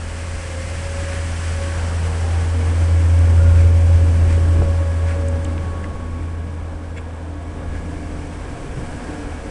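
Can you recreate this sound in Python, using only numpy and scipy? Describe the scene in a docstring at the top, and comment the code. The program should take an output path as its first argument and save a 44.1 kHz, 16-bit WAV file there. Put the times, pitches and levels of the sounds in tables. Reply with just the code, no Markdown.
"""An air compressor drones beside a garage yard as the microphone is carried past it.
From the start: a pulsed low hum with faint overtones, a fluttering three-partial fan whine, air noise, a scuff.
Near 3 s the casing resonances ring louder and the hum crests; gusts, scuffs and clicks follow.
Past 6 s hum, whine and hiss sink; near 7 s a scuff, a metal scrape, then a faint climbing tone.
Toward the end the hiss partly returns, with a gust, two dull bumps and a whirr."""
import sys
import numpy as np
from scipy import signal
from scipy.fft import rfft, irfft
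from scipy.io import wavfile

SR = 44100
rng = np.random.default_rng(int(sys.argv[2]) if len(sys.argv) > 2 else 0)


def store_wav(level_fs):
    """Save 16-bit WAV to argv[1]."""
    pcm = np.round(np.clip(np.atleast_2d(level_fs), -1, 1) * 32767)
    wavfile.write(sys.argv[1], SR, pcm.T.astype(np.int16))


N = 418950
T = np.arange(N) / SR  # s

# Bell lengths run from the centre to 1/e, unless stated otherwise.
# Compressor pulses. Each row: time in seconds, rate in Hz.
PULSE_RATE_HZ = [(0, 83.5), (1.2, 83.2), (3.7, 84.6), (5.2, 83.3), (6.3, 82.8), (7.5, 81.7), (9.5, 81)]
# Hum overtones. Each row: multiple of the pulse rate, level in dB before the swell.
HUM_OVERTONES_DB = [(2, -47), (3, -48), (4, -54.5), (5, -59.5)]
# Hum standing waves crossed. Each row: centre in seconds, length in seconds, gain in dB.
HUM_STANDING_WAVES_DB = [(2.3, 0.25, -0.5), (3.35, 0.26, 1.5), (4.6, 0.19, 1.5), (5.9, 0.25, -5),
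                         (6.9, 0.39, -3), (8.8, 0.42, -7)]
# Fan blades. Each row: time in seconds, blade rate in Hz.
BLADE_RATE_HZ = [(0, 555.5), (5.2, 556.6), (6.7, 553.2), (8, 557), (9.5, 550)]
# Whine between crests, before the partials' offsets and shares. Each row: time in seconds, level in dB.
WHINE_DB = [(0, -43), (2.6, -40), (5.7, -39.5), (6.2, -47.5), (9.5, -51)]
# Whine partials, first upward. Each row: offset in dB, share of the level's swing.
FAN_PARTIALS = [(-2, 0.91), (-9, 0.34), (-11.5, .3)]
# Whine standing-wave peaks. Each row: centre in seconds, length in seconds, partial number, gain in dB.
FAN_CRESTS = [(1.043, 0.23, 1, 11.5), (1.65, .13, 1, 10.5), (3.653, 0.75, 1, 7.5), (4.74, 0.34, 1, 8),
              (5.32, 0.19, 1, 10.5), (9.45, .15, 1, 12), (1.72, 0.087, 2, 9), (4.74, 0.6, 2, 6),
              (5.95, 0.44, 2, 9.5), (4.8, .6, 3, 4.5), (7.75, 0.079, 3, 10), (9.148, 0.38, 3, 7.5)]
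# Casing resonances. Each row: centre in Hz, width in Hz before widening, level in dB before the casing curve.
CASING_MODES = [(252.8, 18, -44.5), (291, 14.3, -42), (459, 5.4, -50.5), (505.3, 29, -49.5), (703, 50, -59),
                (1606, 125, -56.5), (2250, 190, -55.5)]
# Casing gain curve. Each row: time in seconds, gain in dB.
CASING_GAIN_DB = [(0, -7.5), (2.3, -7), (2.7, 4.5), (5.5, 3), (6.9, -0.5), (7.8, 2.5), (9.5, 4)]
# Brief casing swells. Each row: centre in seconds, length in seconds, pitch in Hz, level in dB.
CASING_SWELLS = [(.58, 0.17, 527, -37), (2.0, 0.49, 166, -42), (2.101, .2, 461, -41),
                 (2.618, .2, 245.4, -37.5), (2.68, .22, 463, -40), (3.15, .2, 250, -38),
                 (5.199, 0.25, 458, -39.5), (5.251, 0.2, 250, -35.5), (5.351, .22, 292, -39.5),
                 (6.149, .2, 251, -40.5), (7.9, .6, 291, -41.5), (8.05, 0.428, 166, -42),
                 (9.3, 0.24, 452.4, -41.5), (9.302, .3, 289, -41)]
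# Dull rush, before RUSH_GAIN_DB. Each row: time in seconds, level in dB.
RUSH_CURVE_DB = [(0.0, -44.5), (0.87, -44), (2.14, -38.5), (4.05, -41), (4.6, -39), (4.71, -40.5),
                 (5.87, -41.5), (6.27, -45), (9.31, -41.5), (9.5, -42.5)]
# Bright hiss, before HISS_GAIN_DB. Each row: time in seconds, level in dB.
HISS_CURVE_DB = [(0.0, -44.5), (0.18, -43), (0.58, -41.5), (1.48, -40.5), (3.07, -44.5), (4.37, -45.5),
                 (6.43, -56), (7.22, -57), (7.62, -55.5), (7.88, -52), (9.07, -49), (9.5, -50)]
# Relative spectra of rush, hiss, buffets and scuffs. Each row: frequency in Hz, density in dB per Hz.
RUSH_SPECTRUM = [(40, 14.5), (150, 8), (300, -1.5), (450, 4), (620, 3), (950, 1), (1250, -4), (1650, -5.5),
                 (2300, -19), (3500, -17), (6000, -42)]
HISS_SPECTRUM = [(500, 3), (1100, 5.5), (1650, 10.5), (2300, 7.5), (3100, 4.5), (3700, -2.5), (4600, 0.5),
                 (5800, 1), (7000, -2), (7800, 2.5), (8900, 0), (10000, -5.5), (11200, -11.5)]
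BUFFET_SPECTRUM = [(12, 0.5), (25, -1.5), (50, 5), (75, -3.5), (120, -6), (180, -8.5), (260, -13),
                   (500, -17.5), (1200, -60)]
SCUFF_SPECTRUM = [(500, -4), (1700, 3), (2350, 0.5), (3000, -8), (4000, -12), (6500, -15.5), (7700, -12),
                  (9000, -14), (10500, -31)]
# Whirring bands. Each row: centre in seconds, length in seconds, centre in Hz, width in Hz, level in dB.
WHIRR_BANDS = [(.5, .3, 2074, 70, -46), (1.05, .25, 1690, 90, -46), (1.6, .35, 1500, 200, -45),
               (2.25, 0.27, 798, 60, -44), (3.45, .2, 1420, 70, -43), (9.1, 0.44, 1500, 300, -48)]
# Gusts on the microphone. Each row: centre in seconds, length in seconds, gain in dB.
GUST_GAINS = [(3.5, .3, 10), (4.3, 0.35, 9), (4.62, 0.095, 10.5), (5.8, .45, 4), (7.75, .2, 4.5),
              (8.75, 0.42, 3.5)]
# Shoe scuffs. Each row: centre in seconds, level in dB, length in seconds to 1/e^2.
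SHOE_SCUFFS = [(1.123, -38.5, 0.2), (3.6, -39.5, 0.07), (4.32, -35.5, 0.054), (5.105, -37, 0.066),
               (5.5, -45, .025), (5.85, -47, 0.017), (6.232, -46, 0.021), (6.979, -41, 0.023),
               (7.748, -46, 0.072)]
# Scrape resonances. Each row: centre in Hz, width in Hz, level in dB.
SCRAPE_MODES = [(2200, 57, -42), (2410, 300, -38.5), (2570, 55, -44), (3360, 80, -51), (7440, 200, -52)]
# Handling clicks and bumps. Each row: start in seconds, peak in dB, pitch in Hz, contact decay in seconds.
HANDLING_CLICKS = [(3.19, -29, 7794, .002), (4.376, -21, 425, 0.0036), (4.62, -16.5, 402, .002),
                   (5.283, -27.5, 7800, 0.0018), (5.2865, -26, 7850, .001), (5.4465, -24.5, 7700, .0015),
                   (5.452, -28, 3000, 0.0016), (5.58, -25.5, 2200, 0.00081), (5.842, -24, 1690, 0.0046),
                   (8.765, -19, 132, 0.017), (9.071, -24, 290, .02)]

# Walk: closest approach, time to cover that distance again, loss per doubling of distance.
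CLOSEST_S, PASSING_S, FALL_DB = 3.7, 1.0, 9
HUM_DB = -11  # at the closest point, before standing waves and flutter
CASING_WAVER_DB, CASING_WAVER_HZ, CASING_WIDENING = 1.2, 1.55, 1.6
SCREENED_ABOVE_HZ, SCREENED_SHARE = 1200, 0.3  # high resonances follow this share of the hiss swing in dB
CLIMB_START_S, CLIMB_FADE_S, CLIMB_HZ, CLIMB_HZ_PER_S = 7.1, 0.26, 678, 22
CLIMB_DB, CLIMB_DB_PER_S = -51.5, 1.7
RUSH_GAIN_DB, HISS_GAIN_DB = 7, 5.5
BUFFET_DB = -33  # before gusts, lull and flutter
LULL_S, LULL_LENGTH_S, LULL_DB = 7.15, 0.4, -6
SCRAPE_S, SCRAPE_LENGTH_S = 6.979, 0.018  # length to 1/e^2
CUTOFF_HZ = 11100


def from_db(db):
    """Decibels to amplitude gain."""
    return 10 ** (np.asarray(db) / 20)


def rms_one(x):
    """Scale to unit rms."""
    return x / np.sqrt(np.mean(x ** 2) + 1e-20)


def curve(rows):
    """Interpolate a (seconds, value) table at every sample."""
    s, value = np.transpose(rows)
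    return np.interp(T, s, value)


def bell(centre_s, length_s):
    """Gaussian in time, 1 at its centre."""
    return np.exp(-((T - centre_s) / length_s) ** 2)


def bumps(rows):
    """Sum of bell-shaped rises and dips, in dB."""
    return sum(db * bell(s, length_s) for s, length_s, db in rows)


def drift(rate_hz):
    """Random wander of rms 1: noise through two equal low-pass poles, computed at SR / 40."""
    step = 40
    r = np.exp(-2 * np.pi * rate_hz * step / SR)
    settle = 2000
    white = rng.standard_normal(N // step + settle + 2)
    slow = signal.lfilter([1], [1, -2 * r, r * r], white)[settle:]
    return np.interp(np.arange(N) / step, np.arange(len(slow)), rms_one(slow))


def noise(spectrum):
    """Noise of rms 1, its spectrum interpolated over log frequency."""
    hz, db = np.transpose(spectrum)
    bins_hz = np.maximum(np.arange(N // 2 + 1) * SR / N, 1)
    gain = from_db(np.interp(np.log(bins_hz), np.log(hz), db))
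    gain *= np.minimum(bins_hz / hz[0], 1)  # falls below the first point
    return rms_one(irfft(rfft(rng.standard_normal(N)) * gain, N))


def resonate(x, hz, width_hz):
    """Two-pole resonance, applied twice for steep skirts."""
    r = np.exp(-np.pi * width_hz / SR)
    section = [1 - r, 0, r - 1, 1, -2 * r * np.cos(2 * np.pi * hz / SR), r * r]
    return signal.sosfilt([section, section], x)


def partial(hz, flutter_db, flutter_hz):
    """Sine of rms 1 before its random level flutter."""
    phase = 2 * np.pi * (np.cumsum(hz) / SR + rng.random())
    return np.sqrt(2) * np.sin(phase) * from_db(flutter_db * drift(flutter_hz))


def hum():
    """Pulsing air gives one strong low tone that falls with distance; its faint overtones swell less."""
    hz = curve(PULSE_RATE_HZ) * (1 + 0.0019 * drift(4.3))
    distance = np.hypot(1, (T - CLOSEST_S) / PASSING_S)  # closest = 1
    level_db = HUM_DB - FALL_DB * np.log2(distance) + bumps(HUM_STANDING_WAVES_DB)
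    out = from_db(level_db) * partial(hz, flutter_db=0.96, flutter_hz=14)
    swell = from_db(0.35 * (level_db - level_db.mean()))
    for multiple, db in HUM_OVERTONES_DB:
        out += swell * from_db(db) * partial(multiple * hz, flutter_db=1.5, flutter_hz=3.2)
    return out


def fan():
    """Three blade-rate partials, unsteady in turbulent air, each with its own standing waves."""
    hz = curve(BLADE_RATE_HZ) * (1 + 0.0023 * drift(16.5))
    level_db = curve(WHINE_DB)
    mean_db = level_db.mean()
    out = np.zeros(N)
    for k, (offset_db, share) in enumerate(FAN_PARTIALS, 1):
        crests = [(s, length_s, db) for s, length_s, which, db in FAN_CRESTS if round(which) == k]
        partial_db = mean_db + offset_db + share * (level_db - mean_db) + bumps(crests)
        out += from_db(partial_db) * partial(k * hz, flutter_db=1.73, flutter_hz=13.6)
    return out


def casing():
    """Random vibration rings the panels, each wavering by itself; high rings are screened with the hiss."""
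    shake = rng.standard_normal(N)
    hiss_db = curve(HISS_CURVE_DB)
    screen_db = SCREENED_SHARE * (hiss_db - hiss_db.mean())
    rings = np.zeros(N)
    for hz, width_hz, db in CASING_MODES:
        level_db = db + CASING_WAVER_DB * drift(CASING_WAVER_HZ)
        if hz > SCREENED_ABOVE_HZ:
            level_db = level_db + screen_db
        rings += from_db(level_db) * rms_one(resonate(shake, hz, width_hz * CASING_WIDENING))
    return from_db(curve(CASING_GAIN_DB)) * rings


def casing_swells():
    """Casing resonances swell for a moment, each drawn as one wavering sine."""
    out, wander = np.zeros(N), drift(8.8)
    for s, length_s, hz, db in CASING_SWELLS:
        heard = np.abs(T - s) < 2 * length_s
        offset_s = T[heard] - s
        tone_wander = np.roll(wander, rng.integers(N))[:len(offset_s)]
        pitch_hz = hz * (1 + 0.0043 * tone_wander)
        tone = np.sqrt(2) * np.sin(2 * np.pi * np.cumsum(pitch_hz) / SR)
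        out[heard] += from_db(db) * np.exp(-(offset_s / length_s) ** 2) * tone
    return out


def climbing_whine():
    """A faint unsteady sine fades in, its mean pitch and level rising steadily."""
    age_s = np.maximum(T - CLIMB_START_S, 0)
    hz = (CLIMB_HZ + CLIMB_HZ_PER_S * age_s) * (1 + 0.0122 * drift(26.8))
    fade = np.minimum(age_s / CLIMB_FADE_S, 1)
    gain = fade * from_db(CLIMB_DB + CLIMB_DB_PER_S * age_s)
    return gain * partial(hz, flutter_db=3.5, flutter_hz=14)


def air():
    """Dull rush and bright hiss: two shaped noises on separate level curves, the hiss more easily screened."""
    rush_db = curve(RUSH_CURVE_DB) + RUSH_GAIN_DB + 0.7 * drift(7.5)
    hiss_db = curve(HISS_CURVE_DB) + HISS_GAIN_DB + 0.5 * drift(24)
    return from_db(rush_db) * noise(RUSH_SPECTRUM) + from_db(hiss_db) * noise(HISS_SPECTRUM)


def whirrs():
    """Narrow bands of rushing air, resonances of one noise, stand out in passing."""
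    flow, out = rng.standard_normal(N), np.zeros(N)
    for s, length_s, hz, width_hz, db in WHIRR_BANDS:
        out += from_db(db) * bell(s, length_s) * rms_one(resonate(flow, hz, width_hz))
    return out


def buffets():
    """Lumpy low noise of air on the moving microphone, with gusts and one lull."""
    level_db = BUFFET_DB + bumps(GUST_GAINS) + bumps([(LULL_S, LULL_LENGTH_S, LULL_DB)])
    return from_db(level_db + 1.1 * drift(16)) * noise(BUFFET_SPECTRUM)


def scuffs():
    """Soles drag over gritty concrete: short bells of fluttering shaped noise."""
    pressure = sum(from_db(db) * bell(s, length_s) ** 2 for s, db, length_s in SHOE_SCUFFS)
    return pressure * noise(SCUFF_SPECTRUM) * from_db(2.3 * drift(150))


def scrape():
    """Brief friction noise rings a few resonances of a metal part."""
    friction = rng.standard_normal(N)
    rings = sum(from_db(db) * rms_one(resonate(friction, hz, width_hz)) for hz, width_hz, db in SCRAPE_MODES)
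    return rings * bell(SCRAPE_S, SCRAPE_LENGTH_S) ** 2


def clicks():
    """Each touch on the housing is a sharp push plus decaying noise through a heavily damped resonance."""
    out, age_s = np.zeros(N), T[:SR // 5]
    for s, peak_db, hz, decay_s in HANDLING_CLICKS:
        contact = rng.standard_normal(len(age_s)) * np.exp(-age_s / decay_s)
        contact[0] += 7.0  # push
        burst = resonate(contact, hz, min(hz * 0.51, 2100))
        start = int(s * SR)
        out[start:start + len(age_s)] += from_db(peak_db) * burst / np.abs(burst).max()
    return out


def scene():
    """Sum the machine and the walk on one channel."""
    machine = hum() + fan() + casing() + casing_swells() + climbing_whine() + air() + whirrs()
    walk = buffets() + scuffs() + scrape() + clicks()
    return (machine + walk)[None]


def record(dry):
    """A steep elliptic low-pass cuts the top."""
    return signal.sosfilt(signal.ellip(12, 0.2, 90, CUTOFF_HZ, fs=SR, output="sos"), dry)


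dry = scene()
out = record(dry)
store_wav(out)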